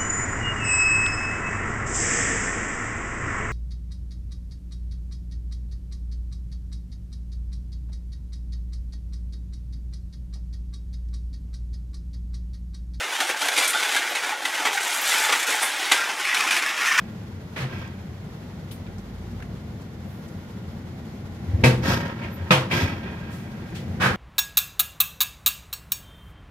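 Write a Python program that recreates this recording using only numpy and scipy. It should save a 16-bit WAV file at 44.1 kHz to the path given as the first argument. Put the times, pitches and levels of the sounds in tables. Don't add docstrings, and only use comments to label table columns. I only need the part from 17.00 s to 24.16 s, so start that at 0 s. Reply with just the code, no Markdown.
import sys
import numpy as np
from scipy import signal
from scipy.fft import rfft, irfft
from scipy.io import wavfile
from scipy.ndimage import uniform_filter1d

SR = 44100
rng = np.random.default_rng(int(sys.argv[2]) if len(sys.argv) > 2 else 0)


def generate_wav(sig):
    pcm = np.round(np.clip(np.atleast_2d(sig).T, -1, 1) * 32767).astype(np.int16)
    wavfile.write(sys.argv[1], SR, pcm)


N = 315756
TIME = np.arange(N) / SR
FREQS = np.fft.rfftfreq(N, 1 / SR)


def amp(db):
    return 10 ** (np.asarray(db) / 20)


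def unit(x):
    return x / np.sqrt(np.mean(x ** 2) + 1e-20)


def curve(points, hz):
    f, value = np.transpose(points)
    return np.interp(np.log(hz + 1), np.log(f + 1), value)


def bells(rows, hz):
    return sum(db / (1 + (2 * (hz - centre) / width) ** 2) for centre, width, db in rows)


def treble_of(x, hz):
    size = x.shape[-1]
    return irfft(rfft(x) / (1 + (hz / (np.fft.rfftfreq(size, 1 / SR) + 1)) ** 4), size)


def drift(hz):
    return unit(irfft(rfft(rng.standard_normal(N)) * np.exp(-(FREQS / hz) ** 2), N))


def envelope(t, attack, hold, t60):
    return np.clip(t / attack, 0, 1) * amp(-60 * np.maximum(t - attack - hold, 0) / t60)


def add(mix, s, sound):
    part = mix[:, max(round(s * SR), 0):][:, :sound.shape[-1]]
    part += sound[..., :part.shape[1]]


# f/Hz, side minus mid/dB
CABIN_WIDTH = [(60, -19), (150, -22), (300, -17), (600, -17), (1200, -3), (3000, -1), (15000, -3)]
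def diffuse(pair, eq_db):
    size = pair.shape[1]
    hz = np.fft.rfftfreq(size, 1 / SR)
    mid, side = rfft(pair)
    side = side * amp(curve(CABIN_WIDTH, hz))
    return unit(irfft(np.array([mid + side, mid - side]) * amp(eq_db(hz)), size))


def noise_band(size, centre_hz, octaves):
    eq_db = lambda hz: -20 * np.log10(1 + (np.log2((hz + 1) / centre_hz) / octaves) ** 2)
    return diffuse(rng.standard_normal((2, size)), eq_db)


# t/s, level/dB, build-up/s
AXLE_JOLTS = [(4.68, -26, 0.21), (5.8, -34, 0.1), (7.02, -29.5, 0.25)]
def road_shake(start_db=-37, growth_db_per_s=0.29, settle_s=0.25):
    power = amp(start_db + growth_db_per_s * TIME) ** 2
    for s, db, build in AXLE_JOLTS:
        swell = np.exp(-np.maximum((s - TIME) / build, (TIME - s) / settle_s))
        power += (amp(db) * swell) ** 2
    return np.sqrt(power)


# f/Hz, level/dB
RUMBLE_EQ = [(15, -44), (25, -28), (38, -20.5), (59, -10), (91, -1), (151, -5), (186, -3), (224, -5),
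             (293, -16.5), (330, -12.5), (392, -21.5), (561, -25), (600, -24.5), (815, -24), (1320, -120)]
# f/Hz, level/dB
HISS_EQ = [(240, -33), (400, 2.5), (560, -3), (749, -15.5), (821, -5.5), (1050, -6), (1470, -10.5),
           (2430, -17.5), (3360, -16.5), (5480, -22), (7100, -24.5), (8400, -31), (13300, -27),
           (15500, -38)]
# f/Hz, width/Hz, gain/dB
CABIN_BELLS = [(754, 160, 1.5), (910, 140, 1.5), (1240, 210, -2.5), (1414, 18, 7.5), (1740, 70, -5),
               (1900, 81, 0), (3780, 130, -1)]
def tyres_and_air(lumps_db=1.0, flutter_db=1.0, air_db=-52, tyre_hiss_db=-25.5):
    rumble = diffuse(rng.standard_normal((2, N)), lambda hz: curve(RUMBLE_EQ, hz))
    hiss = diffuse(rng.standard_normal((2, N)), lambda hz: curve(HISS_EQ, hz) + bells(CABIN_BELLS, hz))
    shake = road_shake()
    rumble *= shake * amp(lumps_db * drift(18))
    hiss *= (amp(air_db) + amp(tyre_hiss_db) * shake) * amp(flutter_db * drift(24))
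    return rumble + hiss


def trim_buzz(relative_db=-23):
    return noise_band(N, centre_hz=1950, octaves=0.29) * road_shake() * amp(relative_db)


def ferry_diesel(hz=89.9, level_db=-49.5, waver=0.0118, throb_db=6.0):
    phase = 2 * np.pi * np.cumsum(hz * (1 + waver * drift(4.7))) / SR
    return amp(level_db + throb_db * drift(7.9)) * unit(np.sin(phase))


def contact_swarm(per_s=650, spread_db=1.5, t60=0.092, spots=3):
    t = np.arange(SR // 4) / SR
    contacts = (rng.random(N) < per_s / SR) * rng.choice([-1, 1], N)
    contacts = contacts * amp(spread_db * np.minimum(rng.exponential(1, N), 3))
    spot = rng.integers(0, spots, N)
    clinks = rng.standard_normal((spots, 2, len(t))) * amp(-60 * t / t60)
    return sum(signal.oaconvolve((contacts * (spot == k))[None], clink, axes=1)[:, :N]
               for k, clink in enumerate(clinks))


# f/Hz, level/dB
CHATTER_EQ = [(29, -41), (50, -6), (124, 1), (404, -5.5), (477, -13), (551, -7), (870, -15.5), (935, -14),
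              (1510, -17), (1880, -16.5), (3670, -24), (5260, -25.5), (9140, -43), (12800, -35.5),
              (15500, -49)]
# f/Hz, width/Hz, gain on plate 0/dB, gain on plate 1/dB
CHATTER_BELLS = [(571, 13, 5, -1), (940.5, 25, 12.5, 11), (1287, 33, 5.5, 2), (1610, 72, 8, 11),
                 (1839, 58, 11, 4), (1986, 69, 4, 8.5), (2305, 60, 5, 6), (2540, 310, 1, 7),
                 (3300, 350, 2, 5.5)]
# t/s, level/dB, attack/s, hold/s, rattle tail/dB, brightness/dB, plate (0 or 1)
CHATTER_CUES = [(-.2, -35.5, 0.052, 0.093, -17, 2, 1), (0.673, -38, 0.047, 0.11, -15, -1.5, 1),
                (4.819, -24, 0.037, 0.084, -8, 6, 0), (5.697, -24, 0.041, 0.084, -12.5, 5, 1)]
def plate_chatter(bounce_t60=0.5, tail_t60=4.1, bright_attack=0.045, bright_t60=0.36, dull_db=-14):
    out, swarm = np.zeros((2, N)), contact_swarm()
    fits_db = 1.5 * drift(12)
    for s, db, attack, hold, tail_db, bright_db, plate in CHATTER_CUES:
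        peaks = [(hz, width, gains[plate]) for hz, width, *gains in CHATTER_BELLS]
        steel = diffuse(swarm, lambda hz: curve(CHATTER_EQ, hz) + bells(peaks, hz))
        treble = treble_of(steel, hz=3800)
        age = TIME - s
        tail = amp(tail_db + fits_db) * envelope(age, attack, hold, tail_t60)
        body_gain = np.hypot(envelope(age, attack, hold, bounce_t60), tail)
        hard_contacts = envelope(age, bright_attack, attack + hold - bright_attack, bright_t60)
        treble_gain = np.hypot(amp(bright_db) * hard_contacts, amp(dull_db) * tail)
        out += amp(db) * (body_gain * (steel - treble) + treble_gain * treble)
    return out


# f/Hz, level/dB
CLASH_EQ = [(59, -68), (100, -1.5), (123, -20), (196, -16), (238, -23), (293, -11), (508, -10.5),
            (727, -13), (998, -9), (1110, -12), (1310, -14.5), (3050, -14.5), (7730, -30.5), (12600, -34.5),
            (15500, -42)]
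# f/Hz, t60/s
CLASH_DECAY = [(150, 0.47), (600, 0.47), (2000, 0.36), (5000, 0.31), (13000, 0.28)]
def steel_clash(t, attack, hold, tilt_db, peaks, treble_hz=5500, treble_rise_s=0.007):
    eq_db = lambda hz: curve(CLASH_EQ, hz) + tilt_db * np.log2((hz + 100) / 1500) + bells(peaks, hz)
    noise = diffuse(rng.standard_normal((2, len(t))), eq_db)
    hz, age, bands = signal.stft(noise, SR, nperseg=256)
    fade = amp(-60 * np.maximum(age - attack - hold, 0) / curve(CLASH_DECAY, hz)[:, None])
    clash = signal.istft(bands * fade, SR, nperseg=256)[1][:, :len(t)] * np.clip(t / attack, 0, 1)
    return clash - treble_of(clash, treble_hz) * np.exp(-t / treble_rise_s)


def ring(modes, place, t, attack, hold, waver_hz):
    out = np.zeros((2, len(t)))
    for hz, t60, edge_db, middle_db in modes:
        waver = waver_hz * unit(uniform_filter1d(rng.standard_normal(len(t)), size=900))
        phase = 2 * np.pi * (np.cumsum(hz + waver) / SR + rng.random())
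        spread = amp(curve(CABIN_WIDTH, hz)) * rng.choice([-1, 1]) * np.array([[1], [-1]])
        gain = amp(edge_db + place * (middle_db - edge_db))
        out += gain * envelope(t, attack, hold, t60) * np.sin(phase + spread)
    return out


# f/Hz, t60/s, level for an edge hit/dB, level for a middle hit/dB
PLATE_MODES = [(182.7, 0.11, -3.5, 2.5), (233.3, 0.41, -1, -24), (335, 0.51, -10.5, -15),
               (367.4, 0.5, -11, -25), (459, 0.45, -6, -26), (510, 0.41, -5, -5.5), (629, 0.29, -9.5, -12),
               (912, 0.39, -11, -9), (1000, 0.49, -93, -27.5), (1122, 0.11, -28, -8),
               (1283, 0.1, -18.5, 5.5), (1410, 0.1, -48, -14), (1626, 0.32, -9.5, -15),
               (1903, 0.083, -4, -14), (2070, .22, -10, -14), (2270, 0.083, -7.5, -32),
               (2264, 0.2, -12, -2.5), (2355, 0.16, -9.5, -4), (2510, 0.19, -14.5, -3),
               (2580, 0.17, -5, -21), (2840, 0.27, -47, -3), (3020, .2, -60, -28), (3320, 0.18, -24, -4),
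               (3230, .2, -74, -10), (3570, 0.094, -40, 0)]
# f/Hz, t60/s, level for an edge hit/dB, level for a middle hit/dB
CABIN_MODES = [(126.2, 0.57, 2.5, -2), (135.2, 0.18, -1, 9)]
# t/s, clash/dB, ring/dB, boom/dB, place (0 edge to 1 middle), attack/s, hold/s,
# tilt/(dB per octave), accent f/Hz, accent gain/dB
BANG_CUES = [(.559, -32.5, -39, -31, 0.36, 0.0053, 0.061, -0.5, 1800, 5),
             (4.6358, -16.5, -14, -15.5, 0.042, 0.004, 0.0046, 1, 450, 2),
             (5.506, -15, -14, -21, 0.71, 0.0022, 0.01, 0, 3100, -1),
             (5.709, -24, -42, -42, 0.93, 0.0049, 0.0079, 1, 2390, 13),
             (6.997, -19.5, -27.5, -31, 0.39, 0.024, 0.048, 0, 1520, 11.5)]
def plate_bangs(accent_width_hz=900, mode_width_hz=70, contrast=0.27, boom_attack=0.039):
    out, t = np.zeros((2, N)), np.arange(SR) / SR
    for s, clash_db, ring_db, boom_db, place, attack, hold, tilt_db, accent_hz, accent_db in BANG_CUES:
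        peaks = [(hz, mode_width_hz, contrast * (place - .5) * (middle_db - edge_db))
                 for hz, _, edge_db, middle_db in PLATE_MODES]
        peaks.append((accent_hz, accent_width_hz, accent_db))
        add(out, s, amp(clash_db) * steel_clash(t, attack, hold, tilt_db, peaks))
        add(out, s, amp(ring_db) * ring(PLATE_MODES, place, t, attack, hold, waver_hz=7))
        add(out, s, amp(boom_db) * ring(CABIN_MODES, place, t, boom_attack, hold, waver_hz=0))
    return out


def trim_ticks(per_s=1.1, level_db=-55):
    tick = noise_band(SR, centre_hz=6500, octaves=0.8)
    tick *= envelope(np.arange(SR) / SR, attack=0.0011, hold=0, t60=0.06)
    triggers = amp(level_db) * (rng.random((1, N)) < per_s / SR)
    return signal.oaconvolve(triggers, tick, axes=1)[:, :N]


# t/s, level/dB, f/Hz, t60/s
TICK_CUES = [(.875, -52, 6040, 0.039), (1.711, -42.5, 3300, 0.14), (1.714, -43.5, 11400, 0.19),
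             (1.865, -48, 2200, .1), (1.982, -51, 5500, .08), (2.401, -40, 1410, .06),
             (2.4235, -37, 1720, 0.046), (3.285, -52, 5500, .05), (5.078, -50, 6000, .05)]
# t/s, level/dB, f/Hz, half width/octaves, attack/s, t60/s
RUB_CUES = [(3.03, -60.5, 12300, .4, .07, 1.6), (5.21, -37, 2200, 0.31, 0.032, 0.22),
            (5.307, -47, 13200, .04, .045, 0.1), (6.29, -50, 4950, 2.5, 0.044, 0.73),
            (6.743, -39.5, 2630, .9, 0.017, 0.31)]
def ticks_and_rubs(tick_octaves=0.53, tick_attack=0.0011):
    out, t = np.zeros((2, N)), np.arange(SR) / SR
    ticks = [(s, db, hz, tick_octaves, tick_attack, t60) for s, db, hz, t60 in TICK_CUES]
    for s, db, hz, octaves, attack, t60 in ticks + RUB_CUES:
        add(out, s, amp(db) * noise_band(SR, hz, octaves) * envelope(t, attack, 0, t60))
    return out


def car_engine(peak_s=2.22, rise_s=0.33, fall_s=0.425, peak_db=-40.5, idle_hz=45, peak_hz=56):
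    effort = np.exp(-((TIME - peak_s) / np.where(TIME < peak_s, rise_s, fall_s)) ** 2)
    firing_hz = idle_hz + (peak_hz - idle_hz) * effort
    waver = 1 + 0.0118 * drift(5.3)
    phase = 2 * np.pi * np.cumsum(firing_hz * waver) / SR
    return amp(peak_db) * effort * unit(np.sin(phase) + amp(-6) * np.sin(2 * phase))


# t/s, level/dB, half length/s
THUD_CUES = [(4.51, -23.5, 0.035), (4.55, -11.5, .013), (4.59, -23, 0.02), (4.64, -12, .008),
             (5.43, -25, 0.04), (5.841, -17.5, 0.019), (6.894, -28.5, 0.065)]
def tyre_thuds(body_hz=89.8):
    return sum(amp(db) * np.exp(-((TIME - s) / half) ** 2) * np.cos(2 * np.pi * body_hz * (TIME - s))
               for s, db, half in THUD_CUES)


def scene():
    bed = tyres_and_air() + trim_buzz() + ferry_diesel()
    plates = plate_chatter() + plate_bangs()
    return bed + plates + trim_ticks() + ticks_and_rubs() + car_engine() + tyre_thuds()


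# f/Hz, left minus right/dB
MIC_BALANCE = [(60, -1.5), (92, 1.5), (140, 0), (210, 1), (330, 2.5), (500, 4.5), (770, 4.5), (1170, -5),
               (1790, -6), (2740, 2), (4190, 4), (6410, 4.5), (9810, -0.5), (15000, -1)]
# f/Hz, left lead/rad
MIC_PHASE = [(250, 0.067), (500, -0.63), (950, -1.23), (1640, 0.85), (3000, 1.7), (6000, 1.9)]
def record(dry, cutoff_hz=15650):
    left = amp(curve(MIC_BALANCE, FREQS) / 2) * np.exp(.5j * curve(MIC_PHASE, FREQS))
    ports = irfft(rfft(dry) * np.array([left, 1 / left]), N)
    lowpass = signal.firwin(511, cutoff_hz, window=("kaiser", 9), fs=SR)
    return signal.oaconvolve(ports, lowpass[None], "same")


dry = scene()
out = record(dry)
generate_wav(out)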